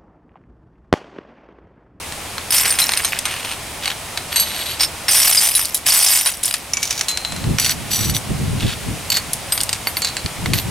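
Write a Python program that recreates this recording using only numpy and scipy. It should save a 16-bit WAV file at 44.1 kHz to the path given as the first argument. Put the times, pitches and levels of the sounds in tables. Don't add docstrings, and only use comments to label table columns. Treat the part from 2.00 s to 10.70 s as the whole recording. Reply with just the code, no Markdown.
import sys
import numpy as np
from scipy import signal
from scipy.fft import rfft, irfft, next_fast_len
from scipy.io import wavfile
from scipy.ndimage import uniform_filter1d, minimum_filter1d, map_coordinates

SR = 44100
rng = np.random.default_rng(int(sys.argv[2]) if len(sys.argv) > 2 else 0)


def dump(signal):
    limited = np.clip(np.atleast_2d(signal).T, -1, 1)
    pcm = np.round(limited * 32767).astype(np.int16)
    wavfile.write(sys.argv[1], SR, pcm)


N = 383669
TIME = np.arange(N) / SR

# frequency in Hz, relative density in dB per Hz.
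GARDEN_SPECTRUM = [(25, -11.5), (70, 0.5), (120, -3), (220, -7), (420, -9), (750, -5.5), (1600, -11.5),
                   (2300, -9), (4300, -14), (7000, -15.5), (9400, -13), (12000, -20), (16000, -27.5)]
# frequency in Hz, relative density in dB per Hz.
WIND_SPECTRUM = [(20, -16), (70, -3), (110, 2), (170, -2.5), (300, -12.5), (600, -25.5), (1500, -60)]
# peak time in seconds, width at half height in seconds, level in dB.
GUSTS = [(5.497, 0.11, -18), (6.085, 0.15, -21), (6.323, 0.057, -18), (6.488, 0.22, -21),
         (6.661, 0.059, -17), (6.897, 0.11, -24), (8.256, 0.019, -19), (8.51, 0.16, -20),
         (8.69, 0.061, -21)]
# frequency in Hz, side-to-mid in dB.
WIND_WIDTH = [(50, -8), (130, -5.5), (260, 0)]
# frequency in Hz, side gain in dB before each source's trim.
STEREO_WIDTH = [(40, -26), (250, -14.5), (600, -8.5), (2000, -12.5), (4500, -6.5), (13000, -18.5)]
# start in seconds, length in seconds, level in dB before trim.
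RAKES = [(0.502, 0.089, -12), (0.644, 0.058, -17), (0.781, 0.036, -14), (0.867, 0.21, -25.5),
         (3.101, 0.38, -9.5), (3.542, 0.064, -12.5), (3.857, 0.32, -7), (4.243, 0.019, -12),
         (4.424, 0.059, -17)]
# frequency in Hz, relative density in dB per Hz.
PILE_SPECTRUM = [(400, -30), (700, -11.5), (1500, -12), (2100, -6), (4400, -5), (5400, 2), (6500, -9.5),
                 (9200, 2), (10800, -4.5), (13200, -4.5), (16000, -19.5)]
CAP_MODES = { "edge": [(4140, 1, 0.078), (5040, 0.5, 0.035), (6260, 0, 0.1), (8670, 10.5, 0.046),
             (9630, 5.5, 0.058), (11320, 2.5, 0.05), (13100, 3.5, 0.03)], "pushed": [(3990, 0, 0.31),
             (4470, 3.5, 0.16), (6270, -11, 0.33), (8350, 0.5, 0.14), (8800, -5, 0.27), (11400, 2.5, 0.15),
             (12600, -6, 0.19)], "pinched": [(4850, -0.5, 0.15), (5400, 6, 0.082), (8860, 4.5, 0.13),
             (11900, 0, 0.11)], "bright": [(3940, -3.5, 0.081), (5010, -7.5, 0.069), (9780, 6, 0.057),
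             (11160, -3, 0.14), (12900, -3, 0.086)], "flipped": [(2280, -4.5, 0.28), (5560, 12, 0.015),
             (6050, 9.5, 0.039), (7030, 6, 0.07), (10450, 0, 0.038)], "clear": [(4050, 11.5, 0.46),
             (4150, 3, 0.98), (6580, 4, 0.34), (7630, 9, 0.12), (10150, 7, 0.097)],
             "white": [(4490, 0.5, 0.075), (5905, 4.5, 0.11), (7010, -8, .2), (7980, 0, 0.13),
             (9320, -1, 0.13), (10030, -2.5, 0.12), (12550, 5, 0.057), (14350, -5, 0.099)],
             "gold": [(2110, -10.5, 0.089), (4490, -2, 0.065), (9200, -3, 0.18), (12200, 4.5, 0.15),
             (13400, -6, .15)], "flat": [(4070, -0.5, 0.23), (4460, 4, .16), (6550, -5, 0.13),
             (7550, 6.5, 0.047)], "tilted": [(4440, 0.5, 0.087), (7470, -4, 0.04), (12170, -0.5, 0.043)],
             "rocking": [(4910, 9, 0.043), (8400, 11, 0.054), (9350, 3.5, 0.29), (12450, 6, 0.16),
             (13300, -4, 0.25)], }
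# start in seconds, name of the cap.
CAP_IN_HAND = [(0, "edge"), (1.7, "pushed"), (2.77, "pinched"), (3.3, "bright"), (4.65, "flipped"),
               (5.05, "clear"), (5.45, "white"), (6.9, "tilted"), (7.28, "bright"), (7.42, "rocking"),
               (7.81, "gold"), (8.0, "flat"), (8.4, "gold")]
# start in seconds, end in seconds, rasp level in dB,
# ring level in dB, centre of the rasp in Hz.
SLIDES = [(0.52, 1.12, -29.5, -48, 2220), (1.108, 1.193, -24.5, -69, 2580),
          (1.241, 1.583, -30, -35.5, 2840), (1.809, 1.942, -27.5, -46, 3200),
          (2.3, 2.447, -28.5, -28, 3050), (2.393, 2.79, -30.5, -30.5, 3460),
          (2.79, 2.858, -20, -20.5, 4100), (4.762, 5.067, -28, -32, 5720), (5.574, 5.748, -25, -24, 4400),
          (5.895, 5.999, -26, -21, 4170), (5.975, 6.129, -28, -24, 3940), (6.135, 6.18, -24, -22.5, 3840),
          (6.572, 6.77, -28.5, -57, 3460), (7.112, 7.192, -24, -23.5, 4400), (8.037, 8.101, -27, -32, 4300),
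          (8.528, 8.613, -26, -30, 4270)]
# multiple of its centre frequency, relative level in dB.
RASP_SPECTRUM = [(.1, -24.5), (.4, -8.5), (.72, -4), (1, 0.5), (1.3, -6.5), (2.4, -15.5), (4.5, -24)]
# start in seconds, frequency in Hz, level in dB before chance.
CLINKS = [(0.7072, 8900, -8), (0.8184, 4050, -10), (1.0634, 6440, -20), (3.1667, 5571, -15),
          (3.3744, 4970, -2), (3.551, 11010, 1), (4.2609, 9400, -6)]
# time in seconds, clack level in dB before trim,
# ring level in dB before trim, brightness in dB per octave before limits.
HITS = [(0.123, -25.5, -62, -9), (0.3813, -20, -44.5, -8.5), (0.656, -8.5, -34, -7), (0.7879, -1, -22, -1),
        (0.8916, -11.5, -44, -7), (0.9196, -18, -33, -5), (0.936, -12, -41, -3), (0.9736, -13, -24, -3),
        (1.0474, -6, -21, -2), (1.189, -14, -53, 4), (1.2543, -4, -26, -3.5), (1.8572, -17, -42, -3),
        (1.8776, -15.5, -35, -4.5), (2.1743, -15.5, -36, -3), (2.3597, -6, -14.5, -2),
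        (2.398, -7, -13.5, 9), (2.807, -14, -18, -3), (3.0825, 0, -15, -2), (3.551, -2, -9.5, 3),
        (3.6544, -10.5, -39, 9), (3.7452, 0.5, -17, 10), (4.261, 2.5, -17, -3.5), (4.435, -5, -36, 8),
        (4.457, -1.5, -36, 8.5), (4.51, -13, -35, -0.5), (4.54, -4.5, -48, 0), (4.735, -14.5, -23.5, 0.5),
        (4.7701, -16, -25, -3), (4.829, -5.5, -25, 3), (4.9075, -7, -30, 1.5), (5.0105, -10, -37, -0.5),
        (5.0841, -1, -20, 2.5), (5.1735, -13.5, -35, 0.5), (5.249, -16.5, -31.5, -2.5),
        (5.3214, -21.5, -43, -3), (5.363, -23, -42, -1), (5.441, -26.5, -60, -9), (5.585, -12, -31, -5.5),
        (5.5977, -11, -21, 0), (5.646, -8, -29, -0.5), (5.662, -15, -29, -5), (5.6944, -10, -32, -2),
        (7.102, -15, -28, 2.5), (7.1195, -11, -39, 1), (7.169, -9, -36, 0), (7.333, -11.5, -38, 9),
        (7.5221, -9.5, -19, -2), (7.5772, -15, -43, -1), (7.605, -16, -46, 1), (7.612, -14, -39, 4),
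        (7.6335, -14.5, -44, 9), (7.692, -15, -42, -0.5), (7.7292, -9.5, -44, 0), (7.871, -14.5, -24, -10),
        (7.969, -17, -25, -5.5), (8.0198, -15, -23, 1), (8.047, -13, -26, -0.5), (8.1679, -17, -31, -2.5),
        (8.261, -19.5, -46, -3), (8.459, -16.5, -40, -6), (8.5345, -8.5, -25, -3)]
# frequency in Hz, relative level in dB.
CLACK_SPECTRUM = [(250, -20.5), (900, -6.5), (1600, -1.5), (2200, 2.5), (3400, 2.5), (5500, -0.5),
                  (9000, -2.5), (12500, -12), (16000, -27)]

GARDEN_DB = -30.5
BREEZE_START_S, BREEZE_RISE_S, BREEZE_DB, BREEZE_FADE_DB_PER_S = 5.27, 0.058, -30, 4.5
GRAB_S, SETTLE_DB_PER_S = 0.011, 144
REBOUND_S, REBOUND_SHRINK, REBOUND_DB, REBOUND_LOSS_DB = 0.013, 0.81, -17, 0.5
CUTOFF_HZ = 15900


def amp(db):
    return 10 ** (np.asarray(db) / 20)


def rms(x):
    return np.sqrt(np.mean(x ** 2) + 1e-20)


def read(points, hz):
    point_hz, db = np.transpose(points)
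    return np.interp(np.log(hz + 1), np.log(point_hz + 1), db)


def colour(x, points, tilt_db=0):
    size = next_fast_len(len(x) + 2048, real=True) * 2
    hz = np.fft.rfftfreq(size, 1 / SR)
    octaves = np.log2(np.maximum(hz, 1000) / 1000)
    log_gain = np.log(amp(read(points, hz) + tilt_db * octaves))
    fold = np.r_[1, np.full(size // 2 - 1, 2)]
    cepstrum = irfft(log_gain)[:size // 2] * fold
    response = np.exp(rfft(cepstrum, size))
    return irfft(rfft(x, size) * response)[:len(x)]


def wander(count, per_s):
    at = np.arange(count) * per_s / SR
    return np.interp(at, np.arange(4096), rng.standard_normal(4096))


def add(mix, s, sound):
    part = mix[max(round(s * SR), 0):][:len(sound)]
    part += sound[:len(part)]


def garden():
    air = colour(rng.standard_normal(N), GARDEN_SPECTRUM)
    return amp(GARDEN_DB) * air / rms(air)


def wind_strength():
    since = np.maximum(TIME - BREEZE_START_S, 0)
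    rise = np.minimum(since / BREEZE_RISE_S, 1)
    breeze = rise * amp(BREEZE_DB - BREEZE_FADE_DB_PER_S * since)
    gusts = [amp(db) * .5 ** np.minimum((2 * (TIME - peak) / length) ** 2, 20)
             for peak, length, db in GUSTS]
    return np.sqrt(breeze ** 2 + np.sum(np.square(gusts), axis=0))


def wind(strength, lumpy_db=2):
    rumble = colour(rng.standard_normal(N), WIND_SPECTRUM)
    eddies = rumble * amp(lumpy_db * wander(N, per_s=45))
    return eddies / rms(eddies) * strength


def surroundings(x, fall_s, size=8000):
    t = np.arange(size) / SR
    echo = rng.standard_normal(size) * np.exp(-t / fall_s)
    return signal.oaconvolve(x, echo / np.linalg.norm(echo))[:N]


def cap_at(s):
    names = [name for start, name in CAP_IN_HAND if start <= max(s, 0)]
    return CAP_MODES[names[-1]]


def ring(modes, pitch=1, damping=1, size=22050):
    hz, db, t60 = np.transpose(modes)[:, :, None]
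    t = np.arange(size) / SR
    share_db, phase = 2 * rng.standard_normal(hz.shape), rng.random(hz.shape)
    decay = np.exp(-np.log(1000) * t * damping / t60)
    tone = np.sin(2 * np.pi * (hz * pitch * t + phase))
    return (amp(db + share_db) * decay * tone).sum(0)


def clack(fall_s, shudder, size=2600):
    t = np.arange(size) / SR
    envelope = np.exp(-t / fall_s) + shudder * np.exp(-t / .008)
    return rng.standard_normal(size) * envelope


def stirring():
    rakes = []
    for start, length, db in RAKES:
        grab = np.clip((TIME - start) / GRAB_S, 0, 1)
        after = np.maximum(TIME - start - length, 0)
        rakes.append(grab * amp(db - SETTLE_DB_PER_S * after))
    return np.max(rakes, axis=0)


def pile(pile_db=-1, detune=0.09, count=90):
    knocks_per_s, spread_db, damping = 900, 4.4, 1.7
    kinds = [[mode for mode in modes if mode[0] > 4600] for modes in CAP_MODES.values()]
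    out = np.zeros(N)
    stir = stirring()
    busy = np.sqrt(stir / stir.max())
    for k in range(count):
        pitch = 1 + detune * rng.uniform(-1, 1)
        tone = ring(kinds[k % len(kinds)], pitch, damping, size=8000)
        crack = clack(fall_s=.001, shudder=.15)
        knock = 2.2 * tone / np.linalg.norm(tone)
        add(knock, 0, crack / np.linalg.norm(crack))
        wait, size = rng.exponential(1, (2, 200))
        times = np.cumsum(wait) * count / knocks_per_s
        moved = rng.random(len(times)) < np.interp(times, TIME, busy)
        for s, big in zip(times[moved], np.minimum(size, 3.8)[moved]):
            add(out, s, amp(spread_db * big) * knock)
    hz, power = signal.welch(out, SR, nperseg=64)
    flat = colour(out, np.c_[hz[1:-1], -10 * np.log10(power[1:-1])])
    out = colour(flat, PILE_SPECTRUM)
    local = abs(uniform_filter1d(out ** 2, size=1000))
    return amp(pile_db) * stir * out / np.sqrt(local + .003 * local.mean())


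def clinks(t60=0.1):
    out = np.zeros(N)
    for s, hz, db in CLINKS:
        add(out, s, amp(db) * ring([(hz, 0, t60)]))
    return out


def slides(slips_per_s=700, spread_db=3.8, detune=0.0092, damping=1.3, waver=0.0041, count=6):
    out = np.zeros(N)
    draw, sizes = rng.random((count, N)), rng.exponential(1, (count, N))
    grit = rng.standard_normal((count, N))
    slips = (draw < slips_per_s / count / SR) * amp(spread_db * np.minimum(sizes, 3))
    pressure = amp(1.6 * wander(N, per_s=110))
    bend = waver * wander(N, per_s=39.9)
    bursts = signal.lfilter([1], [1, -np.exp(-1000 / SR)], slips.sum(0))
    scrape = grit[0] * (.4 + bursts)
    loads = 1 + detune * np.linspace(-1, 1, count)
    for start, end, rasp_db, ring_db, centre_hz in SLIDES:
        length = max(int((end - start) * SR), 256)
        span = slice(int(start * SR), int(start * SR) + length)
        stroke = pressure[span] * signal.windows.tukey(length, .4)
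        spectrum = [(ratio * centre_hz, db) for ratio, db in RASP_SPECTRUM]
        rasp = colour(stroke * scrape[span], spectrum)
        drives = stroke * (slips[:, span] + .02 * grit[:, span])
        modes = cap_at((start + end) / 2)
        tone = sum(signal.fftconvolve(drive, ring(modes, load, damping))
                   for drive, load in zip(drives, loads))
        tone = map_coordinates(tone, [np.cumsum(1 + bend[:len(tone)])], order=5)
        add(out, start, amp(rasp_db) * rasp / rms(rasp))
        add(out, start, amp(ring_db) * tone / rms(tone[:length]))
    return out


def rebounds(s, count=3):
    k = np.arange(count)
    gaps = REBOUND_S * REBOUND_SHRINK ** k * (.5 + rng.random(count))
    return zip(s + np.cumsum(gaps), REBOUND_DB - REBOUND_LOSS_DB * k)


def single_caps(clack_db=-2, ring_db=1, ping_db=1, ping_t60=0.016, crack_s=0.0023, shudder=0.41, tick_s=0.0006):
    out = np.zeros(N)
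    attack, sustain = slice(0, 132), slice(220, 880)
    for s, hit_db, rung_db, tilt_db in HITS:
        tilt_db = np.clip(tilt_db, -7, 9)
        modes = [(hz, db + .3 * tilt_db * np.log2(hz), t60) for hz, db, t60 in cap_at(s)]
        crack = colour(clack(crack_s, shudder), CLACK_SPECTRUM, tilt_db)
        choked = [(hz, db, ping_t60) for hz, db, _ in modes]
        ping = colour(ring(choked, size=2600), CLACK_SPECTRUM, tilt_db)
        tone = ring(modes, damping=1 + .05 * max(hit_db - rung_db - 15, 0))
        contact = crack / rms(crack[attack]) + amp(ping_db) * ping / rms(ping[attack])
        add(out, s, amp(hit_db + clack_db) * contact)
        add(out, s, amp(rung_db + ring_db) * tone / rms(tone[sustain]))
        for later_s, softer_db in rebounds(s):
            tick = colour(clack(tick_s, shudder), CLACK_SPECTRUM, tilt_db)
            add(out, later_s, amp(hit_db + clack_db + softer_db) * tick / rms(tick[attack]))
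    return out


def scene(echo_db=-18, step_db=-5, scatter_db=-5, air_side_db=2):
    caps = single_caps() + clinks() + slides() + pile()
    strength = wind_strength()
    echo = amp(echo_db) * surroundings(caps, fall_s=.028)
    mid = caps + echo + garden() + wind(strength)
    out_of_step = 1j * amp(step_db) * rfft(caps)
    apart = out_of_step + amp(scatter_db) * rfft(surroundings(caps, fall_s=.006))
    side = apart + amp(air_side_db) * rfft(garden())
    width = amp(read(STEREO_WIDTH, np.fft.rfftfreq(N, 1 / SR)))
    side = irfft(side * width, N) + colour(wind(strength), WIND_WIDTH)
    return np.array([mid + side, mid - side])


def gain_control(x, knee_db=-23, share=0.5, sense_s=0.46, recover_db_per_s=5):
    keep = np.exp(-1 / (sense_s * SR))
    heard = signal.lfilter([1 - keep], [1, -keep], abs(x).mean(0))
    heard_db = 20 * np.log10(heard + 1e-9)
    cut_db = share * np.maximum(heard_db - knee_db, 0)
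    fall = TIME * recover_db_per_s
    return x * amp(fall - np.maximum.accumulate(cut_db + fall))


def record(dry):
    dry = gain_control(dry)
    ceiling_db, recover_db_per_s = -1.8, 1500
    over_db = np.maximum(20 * np.log10(abs(dry).max(0) + 1e-9) - ceiling_db, 0)
    fall = TIME * recover_db_per_s
    held_db = np.maximum.accumulate(over_db + fall) - fall
    gain = uniform_filter1d(minimum_filter1d(amp(-held_db), size=17), size=17)
    low_pass = signal.firwin(401, CUTOFF_HZ, window=("kaiser", 9), fs=SR)
    return signal.oaconvolve(dry * gain, low_pass[None], "same")


dry = scene()
out = record(dry)
dump(out)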